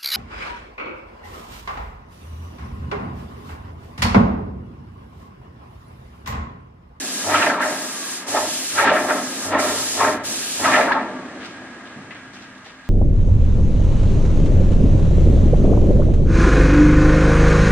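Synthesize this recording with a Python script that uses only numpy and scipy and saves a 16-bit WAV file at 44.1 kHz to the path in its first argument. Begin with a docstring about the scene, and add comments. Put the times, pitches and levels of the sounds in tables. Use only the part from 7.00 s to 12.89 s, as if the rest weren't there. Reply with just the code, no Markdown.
"""A broad bright hiss over a droning motor: six passes of an airless spray gun along skirting trim, in a small
bare room, heard on a widened microphone pair. The jet is shaped noise, dulled as the wrist turns. The pump's gear
contacts, piston knocks and short groans are random contacts and noise puffs ringing housing modes; the windings
hum in sine tones, the drone and whine are ringing noise. After the last pass the motor fades under a rumble of
the boards, cloth swishes, soft low thumps and one rattling bump."""
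import sys
import numpy as np
from scipy import signal
from scipy.fft import rfft, irfft, next_fast_len
from scipy.io import wavfile
from scipy.ndimage import uniform_filter1d

SR = 44100
rng = np.random.default_rng(int(sys.argv[2]) if len(sys.argv) > 2 else 0)


def digitize_waveform(pressure):
    """Quantize a signal to 16-bit integers and store it at the path in sys.argv[1].

    Rows of a 2-D input are taken as channels; values are limited to [-1, 1].
    """
    field = np.atleast_2d(pressure).T
    bounded = np.clip(field, -1, 1)
    quanta = np.round(bounded * 32767).astype(np.int16)
    wavfile.write(sys.argv[1], SR, quanta)


N = 259749
TIME = np.arange(N) / SR
COARSE = 32   # event levels are computed once every this many samples
ROOM_T60_S, ROOM_DB = 0.53, -3.5   # reverberation behind gears, knocks, groans, swishes and thumps


def from_db(db):
    """Gain of a dB value."""
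    return 10 ** (np.asarray(db) / 20)


def rms_one(x):
    """Scaled to rms 1."""
    return x / np.sqrt(np.mean(x ** 2) + 1e-20)


def noise():
    """White noise for mid and side, unrelated to each other."""
    return rng.standard_normal((2, N))


def shape(x, points):
    """Colours x by a (Hz, dB) curve, straight over log frequency."""
    hz, db = np.transpose(points)
    size = next_fast_len(N)
    grid = np.maximum(np.fft.rfftfreq(size, 1 / SR), 1)
    curve_db = np.interp(np.log(grid), np.log(hz), db)
    return irfft(rfft(x, size) * from_db(curve_db), size)[..., :N]


def drift(rate):
    """Slow random wander up to about rate Hz, rms 1."""
    pole = np.exp(-80 * np.pi * rate / SR)   # runs on every 40th sample
    chance = rng.standard_normal(N // 40 + 2002)
    slow = signal.lfilter([1], [1, -2 * pole, pole * pole], chance)[2000:]   # settled part only
    return np.interp(np.arange(N) / 40, np.arange(len(slow)), rms_one(slow))


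def resonate(x, hz, width):
    """One resonance, width in Hz, gain about 1 on top."""
    r = np.exp(-np.pi * width / SR)
    feedback = [1, -2 * r * np.cos(2 * np.pi * hz / SR), r * r]
    return signal.lfilter(np.array([1, 0, -1]) * (1 - r * r) / 2, feedback, x)


def tilted(x, tilt_db, pivot_hz, flicker_db, rate):
    """Overlapping octave bands, each weighted by a moving slope (dB per octave) and its own flicker."""
    size = next_fast_len(N)
    out, spectrum = 0, rfft(x, size)
    octave = np.log2(np.maximum(np.fft.rfftfreq(size, 1 / SR), 1) / pivot_hz)
    for centre in range(-5, 4):
        share = np.cos(np.pi / 2 * np.clip(octave - centre, -1, 1)) ** 2
        band = irfft(spectrum * share, size)[:, :N]
        out = out + band * from_db(tilt_db * centre + flicker_db * drift(rate))
    return out


def lingering(gain, t60, level_db):
    """Gain of a noisy source's reverberation: its power, smeared by an exponential decay."""
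    r = from_db(-120 / (t60 * SR))   # power falls 60 dB in t60 seconds
    return from_db(level_db) * np.sqrt(signal.lfilter([1 - r], [1, -r], gain ** 2))


def swell_db(s, hold, db, rise, fall):
    """Level of each event over time: straight rise in dB, hold, straight fall; one row per event."""
    s, hold, db, rise, fall = (np.reshape(v, (-1, 1)) for v in (s, hold, db, rise, fall))
    since = TIME[::COARSE] - s
    return db - rise * np.maximum(-since, 0) - fall * np.maximum(since - hold, 0)


def summed(rows_db):
    """Gain of events whose powers add, brought back to every sample."""
    gain = np.sqrt(np.sum(from_db(rows_db) ** 2, axis=0))
    return np.interp(np.arange(N), np.arange(0, N, COARSE), gain)


def ringing_air(points, rings):
    """Coloured noise with resonances that hold a nearly even level; rms 1."""
    waver_db, evenness = 1.6, .4   # evenness: 0 noisy, 1 steady
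    smooth_air, ringing_source = noise(), noise()
    rung = 0
    for hz, width, db in rings:
        ring = resonate(resonate(ringing_source, hz, width), hz, width)
        power = uniform_filter1d(ring ** 2, size=int(SR / width / 3)) / np.mean(ring ** 2)
        evened = ring / (power + .05) ** (evenness / 2)
        rung = rung + from_db(db + waver_db * drift(5.4)) * evened
    return rms_one(shape(smooth_air, points) + rung)


# Spray passes along the trim. Each row: trigger pull in seconds, release in seconds, jet level in dB at mid-pass,
# change over the pass in dB, wrist turn at the end in seconds, tilt added by the turn in dB per octave.
SPRAY_PASSES = [(-.1, 0.532, -32, 5, 0.2, -4.5), (0.61, 1.21, -35, 2, 0.04, -1.5),
                (1.274, 1.878, -31, 1.5, 0.046, -8.5), (1.926, 2.534, -35.5, 3.5, 0.048, -4.5),
                (2.589, 3.118, -30, 2, 0.33, -1.5), (3.243, 3.874, -31, 0.5, 0.25, -5.5)]
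# Colour of the jet before its tilt. Each row: frequency in Hz, relative level in dB per Hz.
JET_COLOUR = [(40, -60), (150, -22), (400, 4), (1000, -14), (2500, 2), (3500, 1), (5000, 0.5), (7000, 0.54),
              (10000, -3.5), (12500, -12.5), (16000, -16.5)]
JET_RISE_S, JET_FALL_S, JET_TILT_DB = 0.021, 0.15, 1   # tilt per octave
JET_BUILD_S, JET_BUILD_DB = 0.017, -2   # the fan opens weaker
TURN_LOSS = 1   # dB of level lost per dB per octave of dulling
JET_TAIL_T60_S, JET_TAIL_DB = 0.28, -14   # the room's hold on the hiss


def spray():
    """Paint tearing into mist at the tip: smooth bright noise, softer and duller as the wrist turns."""
    gain, tilt_db = np.zeros(N), np.zeros(N)
    for pull, release, db, change_db, turn, dull_db in SPRAY_PASSES:
        opening = (TIME - pull) / JET_RISE_S
        closing = (release - TIME) / JET_FALL_S
        gate = np.clip(np.minimum(opening, closing) + .5, 0, 1)
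        fresh = np.exp(-np.maximum(TIME - pull, 0) / JET_BUILD_S)
        turned = dull_db * np.clip(1 - (release - TIME) / turn, 0, 1)
        along = np.clip((TIME - pull) / (release - pull), 0, 1) - .5
        gain += gate * from_db(db + change_db * along + JET_BUILD_DB * fresh + TURN_LOSS * turned)
        tilt_db = np.where(TIME > pull - JET_RISE_S, JET_TILT_DB + turned, tilt_db)
    jet = rms_one(shape(noise(), JET_COLOUR))
    jet = tilted(jet, tilt_db, pivot_hz=6500, flicker_db=.9, rate=10)
    return np.hypot(gain, lingering(gain, JET_TAIL_T60_S, JET_TAIL_DB)) * jet


# Pump motor runs, also felt through the boards. Each row: switch on in seconds, time under current in seconds,
# hum in dB, hum fall in dB per second, drone in dB, whine in dB, floor rumble in dB.
MOTOR_RUNS = [(-.3, 0.062, -62, 60, -31, -36.5, -58), (.275, 0.12, -39.5, 500, -33, -35, -46.5),
              (1.3, 0.15, -51.5, 62, -37.5, -38.5, -58), (1.745, 0.14, -48.5, 80, -30, -35, -46),
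              (2.47, 0.074, -42, 34.5, -36, -42, -45), (2.99, 0.047, -44.5, 40.5, -34.5, -37.5, -44),
              (3.61, 0.081, -44, 97, -29.5, -37, -43)]
# Faint hums in the quiet. Each row: start in seconds, length in seconds, frequency in Hz, level in dB.
QUIET_HUMS = [(4.388, 1, 104, -61.5), (5.047, 0.32, 102, -64), (5.332, 0.24, 199, -54)]
# Thin tones of the coasting rotor. Each row: start in seconds, hold in seconds, pitch at the start in Hz, level in dB.
SINKING_TONES = [(.9, .17, 1240, -44.5), (4.125, 0.13, 1200, -46)]
# Colour of the drone before its rings. Each row: frequency in Hz, relative level in dB per Hz.
DRONE_COLOUR = [(25, -107), (60, -60), (100, -21), (150, -10.5), (200, -2.5), (320, -1.5), (450, -8.5),
                (700, -5.5), (1000, -21), (2000, -71.5)]
# Motor frame resonances. Each row: frequency in Hz, width of each of two filters in Hz, drive in dB.
FRAME_RINGS = [(160, 22, -8), (201, 22, -4), (228, 30, 1), (257, 26, 10), (295, 40, -1)]
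# Colour of the fan's whine before its rings. Each row: frequency in Hz, relative level in dB per Hz.
WHINE_COLOUR = [(50, -55), (130, -25), (500, -22), (800, -9), (1000, -8), (1250, -6), (1450, -8),
                (1850, -7), (2200, -11), (3500, -20), (5000, -26.5), (9000, -31.5), (11000, -67.5),
                (16000, -90)]
# Fan shroud resonances. Each row: frequency in Hz, width of each of two filters in Hz, drive in dB.
SHROUD_RINGS = [(620, 50, -9), (1230, 110, -4), (1370, 70, -9), (1640, 85, 4.5), (1705, 60, -3),
                (1860, 45, -4), (2040, 90, -9)]
HUM_HZ, HUM_RISE = 99.8, 540   # rise in dB per s
BUZZ_HZ, BUZZ_OVER_HUM_DB, BUZZ_FALL = 297, 2.2, 220   # windings under current; fall in dB per s
SPIN_UP, DRONE_FALL, WHINE_FALL = 150, 10.63, 4.24   # dB per s
FAINT_HUM_FADE, COAST_FADE = 120, 200   # dB per s, in and out
COAST_SAG_HZ_PER_S = 850


def rotor():
    """Winding hum, low drone and fan whine: levels climb in each run, then fall slowly as the rotor coasts."""
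    on, length, hum_db, hum_fall, drone_db, whine_db, _ = np.transpose(MOTOR_RUNS)
    turn = 2 * np.pi * TIME
    hum_gain = summed(swell_db(on, length, hum_db, HUM_RISE, hum_fall))
    tones = hum_gain * np.sin(HUM_HZ * turn)
    buzz_gain = summed(swell_db(on, length, hum_db + BUZZ_OVER_HUM_DB, HUM_RISE, BUZZ_FALL))
    tones += buzz_gain * np.sin(BUZZ_HZ * turn + 1.1 * drift(8.0))   # unsteady phase
    for s, hold, hz, db in QUIET_HUMS:
        tones += summed(swell_db(s, hold, db, FAINT_HUM_FADE, FAINT_HUM_FADE)) * np.sin(hz * turn)
    for s, hold, hz, db in SINKING_TONES:
        since = TIME - s
        cycles = since * (hz - COAST_SAG_HZ_PER_S * since / 2)
        tones += summed(swell_db(s, hold, db, COAST_FADE, COAST_FADE)) * np.sin(2 * np.pi * cycles)
    # where runs overlap, only the loudest counts
    drone_gain = summed([swell_db(on + length, 0, drone_db, SPIN_UP, DRONE_FALL).max(axis=0)])
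    whine_gain = summed([swell_db(on + length, 0, whine_db, SPIN_UP, WHINE_FALL).max(axis=0)])
    drone = ringing_air(DRONE_COLOUR, FRAME_RINGS) * drone_gain * from_db(0.8 * drift(12.5))
    whine = ringing_air(WHINE_COLOUR, SHROUD_RINGS) * whine_gain * from_db(0.34 * drift(19.0))
    return np.sqrt(2) * tones + drone + whine   # root 2: the tones' dB are rms


# Floorboards under the pump and the painter's knees. Each row: frequency in Hz, relative level in dB per Hz.
BOARD_COLOUR = [(20, -8), (70, 8.5), (150, 12.5), (300, 4), (1000, -34)]
RUMBLE_RISE, RUMBLE_FALL, RUMBLE_LAG_S = 220, 33, 0.032   # dB per s, dB per s
SHIFT_AT_S, SHIFT_LENGTH_S, SHIFT_DB = 4.05, 1.9, -54.5   # the painter shifts his weight on the boards


def floor():
    """The boards rumble, as low noise, after each motor start and under the painter."""
    on, length, *_, db = np.transpose(MOTOR_RUNS)
    pump_db = swell_db(on + RUMBLE_LAG_S, length, db, RUMBLE_RISE, RUMBLE_FALL)
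    painter_db = swell_db(SHIFT_AT_S, SHIFT_LENGTH_S, SHIFT_DB, RUMBLE_RISE, RUMBLE_FALL)
    return summed(np.vstack([pump_db, painter_db])) * rms_one(shape(noise(), BOARD_COLOUR))


# Piston strokes under load. Each row: start in seconds, hold in seconds, gear grind into the housing in dB,
# rise in dB per second, fall in dB per second, sharpness at the top in dB per octave.
PISTON_STROKES = [(0.307, 0.12, -8.5, 243, 101, 1.55), (0.601, 0.017, -13, 298, 91, 1),
                  (1.352, 0.02, -11, 189, 199, 0), (1.779, 0.1, -8, 450, 65, 2),
                  (2.098, 0.0053, -9.5, 400, 154, -0.5), (2.523, 0.065, -10, 213, 72, -0.5),
                  (3.004, 0.038, -7, 307, 135, 0), (3.64, 0.14, -9, 321, 84, 1.5),
                  (3.904, 0.0084, -12.5, 145, 90, 0)]
# Piston knocks, and short groans near 610 Hz as the slowing gears meet a housing mode. Each row: start in seconds,
# force into the housing in dB, length in seconds, centre in Hz.
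KNOCKS_AND_GROANS = [(0.262, -29, 0.034, 640), (0.322, -28, .014, 1750), (0.334, -19.5, 0.017, 1250),
                     (0.343, -25, 0.027, 2610), (0.417, -16, 0.012, 1430), (.42, -22, .016, 2370),
                     (0.462, -17.5, 0.0092, 630), (.463, -16.5, 0.0079, 1780), (.485, -32, 0.024, 624),
                     (0.493, -16.5, 0.024, 1520), (0.536, -21.5, 0.021, 1320), (0.573, -26.5, 0.015, 920),
                     (0.619, -17, 0.012, 1520), (0.644, -28.5, 0.019, 620), (0.764, -36.5, 0.0092, 655),
                     (1.337, -20, 0.011, 650), (1.365, -23.5, 0.015, 880), (1.774, -17.5, 0.022, 1280),
                     (1.777, -30, 0.02, 2100), (1.824, -19, 0.022, 810), (1.866, -16, 0.023, 1550),
                     (1.894, -24, .014, 2480), (1.905, -15, 0.015, 606), (1.934, -26, 0.025, 605),
                     (1.956, -18.5, 0.016, 1610), (2.043, -22.5, 0.0067, 690), (2.096, -15.5, 0.015, 1380),
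                     (2.52, -23.5, 0.029, 1160), (2.586, -21, 0.015, 580), (2.59, -24, 0.018, 2000),
                     (3.002, -13, 0.0047, 1050), (3.008, -13.5, 0.0051, 860), (3.003, -24, 0.011, 2200),
                     (3.02, -23, 0.0063, 870), (3.043, -14.5, 0.0093, 1350), (3.071, -22.5, 0.0062, 630),
                     (3.144, -26, 0.0084, 1660), (3.644, -20.5, 0.016, 1800), (3.649, -19.5, 0.015, 1250),
                     (3.672, -17, 0.012, 1060), (3.732, -18, 0.019, 1820), (3.754, -24, 0.021, 2450),
                     (3.762, -18, 0.02, 650), (3.783, -17.5, .022, 620), (3.808, -17.5, 0.0093, 1760),
                     (3.875, -18.5, 0.021, 1380), (3.899, -21.5, 0.021, 910), (3.917, -13, 0.01, 1580),
                     (3.919, -32.5, 0.02, 3660), (3.944, -19, 0.014, 865), (4.088, -37, 0.0096, 625)]
# Pump housing modes. Each row: frequency in Hz, width in Hz, relative level in dB.
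HOUSING_MODES = [(253, 51, -9), (292, 47, -5.5), (414, 68, -10.5), (563.6, 20.6, -5.5), (613.7, 16, -0.5),
                 (717, 51, -5), (860, 51, -8), (910.5, 15.7, -1), (980, 54, -11), (1048, 15, -6.5),
                 (1073, 21, -8), (1182, 20, -6), (1279, 27, -5.5), (1367, 35, -4.5), (1608, 52, -11.5),
                 (1751, 42, -4.5), (1803, 102, -6), (1859.5, 98, -5.5), (2020, 21, -11), (2098, 20, -13),
                 (2305, 78, -16.5), (2465, 28, -14), (2727, 260, -24), (3550, 780, -30.5)]
DULLING_RISING, DULLING_FALLING = 0.75, 0.32   # dB per octave for each dB below the stroke's top
MAINS_THROB = 0.24   # share by which the gear load pulses with the hum
PUFF_SPREAD = 0.42   # width over centre, each of two filters
DIRECT_DB = -15.5   # part of each knock or groan heard straight, past the housing modes
CASING_DB, CASING_LOW_HZ = 10.5, 127   # how strongly it radiates; too small for deep bass


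def gear_teeth(gain):
    """Uneven contacts at random moments, pulsing with the hum, with a diffuse noise tail from the room."""
    sizes = from_db(1.63 * np.minimum(rng.exponential(1, (2, N)), 5)) * rng.choice([-1, 1], (2, N))
    contacts = rms_one(sizes * (rng.random((2, N)) < 1500 / SR))   # about 1500 per second
    throb = 1 + MAINS_THROB * np.sin(2 * np.pi * HUM_HZ * TIME)
    grind = contacts * gain * throb * from_db(1.5 * drift(28))
    return grind + noise() * lingering(gain, ROOM_T60_S, ROOM_DB)


def knocks_and_groans():
    """Each knock or groan is a softly swelling puff of band noise that lingers in the room."""
    puffs = np.zeros((2, N))
    step = np.arange(round(.35 * SR))
    for s, db, length, hz in KNOCKS_AND_GROANS:
        swell = np.sqrt(np.abs(np.sin(np.pi * np.clip(step / SR / length, 0, 1))))
        puff = rng.standard_normal((2, len(step)))
        for _ in range(2):
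            puff = resonate(puff, hz, PUFF_SPREAD * hz)
        power = np.sum((puff * swell) ** 2, axis=1, keepdims=True) / np.sum(swell ** 2)
        puff = puff / np.sqrt(power)   # each lands with its full force
        puffs[:, round(s * SR) + step] += from_db(db) * puff * np.hypot(swell, lingering(swell, ROOM_T60_S, ROOM_DB))
    return puffs


def pump():
    """Gear contacts, knocks and groans shake the housing modes, duller whenever a stroke is below its top."""
    s, hold, top_db, rise, fall, sharp_db = np.transpose(PISTON_STROKES)
    rows_db = swell_db(s, hold, top_db, rise, fall)
    loudest = rows_db.argmax(axis=0)
    dulling = np.where(TIME[::COARSE] < s[loudest], DULLING_RISING, DULLING_FALLING)
    below_top_db = rows_db.max(axis=0) - top_db[loudest]
    tilt_db = np.repeat(sharp_db[loudest] + dulling * below_top_db, COARSE)[:N]
    puffs = knocks_and_groans()
    drive = gear_teeth(summed(rows_db)) + puffs
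    body = from_db(DIRECT_DB) * puffs
    for k, (hz, width, db) in enumerate(HOUSING_MODES):
        body = body + (-1) ** k * from_db(db) * resonate(drive, hz, width)   # neighbours in opposite phase
    body = signal.sosfilt(signal.butter(3, CASING_LOW_HZ, "high", fs=SR, output="sos"), body)
    return from_db(CASING_DB) * tilted(body, np.clip(tilt_db, -2.5, 4), pivot_hz=965, flicker_db=1.07, rate=6.4)


# Cloth swishes and soft low thumps. Each row: start in seconds, rise in seconds, fall in seconds, level in dB,
# low edge in Hz, high edge in Hz.
SWISHES_AND_THUMPS = [(4.39, 0.045, 0.065, -38.5, 990, 3250), (4.43, 0.03, 0.04, -52, 2200, 5500),
                      (4.85, 0.0087, 0.032, -49.5, 2200, 4000), (4.96, 0.0056, 0.058, -36.5, 118, 256),
                      (5.106, 0.004, 0.044, -43.5, 1200, 2800), (5.145, 0.012, 0.03, -46, 1300, 2800),
                      (5.2, .1, .12, -51, 181, 340), (5.42, 0.024, 0.049, -49, 203, 293),
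                      (5.33, 0.006, 0.05, -50, 2000, 6000), (5.345, 0.02, 0.05, -45, 1400, 3200),
                      (5.41, 0.015, 0.025, -52, 1500, 4460), (5.55, 0.0017, 0.025, -58, 2000, 4470),
                      (5.575, .004, 0.0055, -59.5, 2960, 6950), (5.655, 0.013, 0.017, -44, 400, 800),
                      (5.64, 0.025, 0.03, -46, 1100, 4200), (5.685, 0.0077, 0.015, -47, 1200, 3000),
                      (5.84, 0.015, 0.037, -56, 2030, 4400)]


def swishes_and_thumps():
    """Cloth swishes in high bands and soft thumps in low ones: flickering noise with the room behind it."""
    out = 0
    grain = rms_one(noise() * from_db(1.8 * drift(150)))
    for s, rise, fall, db, low_hz, high_hz in SWISHES_AND_THUMPS:
        swell = np.clip((TIME - s) / rise, 0, 1) * np.exp(-np.maximum(TIME - s - rise, 0) / fall)
        swell = np.hypot(swell, lingering(swell, ROOM_T60_S, ROOM_DB))
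        band = signal.sosfilt(signal.butter(2, [low_hz, high_hz], "band", fs=SR, output="sos"), grain)
        soft = rms_one(signal.lfilter([1], [1, -.6], band))   # dull on top
        out = out + from_db(db) * swell * soft
    return out


# The gun rattles against something hard. Each row: contact in seconds, strength in dB.
GUN_CONTACTS = [(5.108, -33.5), (5.111, -32.5), (5.116, -36), (5.12, -35.5), (5.123, -37), (5.127, -40),
                (5.158, -39)]
# Modes of the gun body. Each row: frequency in Hz, width in Hz, relative level in dB.
GUN_MODES = [(1310, 100, -11), (1680, 110, -5), (2030, 80, -4), (2230, 91, -8), (2500, 120, -8),
             (3100, 300, -22)]
GUN_SOFT_HZ = 3500   # the contacts are soft


def bump():
    """A few quick contacts set the gun body ringing briefly, each mode by a chance amount."""
    s, db = np.transpose(GUN_CONTACTS)
    out = 0
    for hz, width, mode_db in GUN_MODES:
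        luck_db = rng.normal(0, 2.0, (2, len(s)))
        clicks = np.full((2, N), 1e-18)   # not quite zero, so the filter never slows down
        # divided by the width: broad and narrow modes carry their level alike
        clicks[:, (s * SR).astype(int)] = from_db(db + mode_db + luck_db) * SR / (2 * np.pi * width)
        out = out + resonate(clicks, hz, width)
    return signal.sosfilt(signal.butter(4, GUN_SOFT_HZ, fs=SR, output="sos"), out)


# Widened microphone pair. Each row: frequency in Hz, side minus mid in dB.
PAIR_WIDTH = [(25, -8), (60, -9), (125, -24), (250, -21), (500, -18), (1000, -11.5), (2000, -7.5),
              (4000, 3.5), (8000, 6.5), (15000, 9)]


def scene():
    """All sources on the pair: the bass mostly alike in both channels, the treble more in opposition."""
    mid, side = spray() + rotor() + floor() + pump() + swishes_and_thumps() + bump()
    side = shape(side, PAIR_WIDTH)
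    return np.array([mid + side, mid - side])


def record(dry):
    """The top is cut steeply: 70 dB down from 15.9 kHz."""
    return signal.sosfilt(signal.cheby2(12, 70, 15900, fs=SR, output="sos"), dry)


dry = scene()
out = record(dry)
digitize_waveform(out)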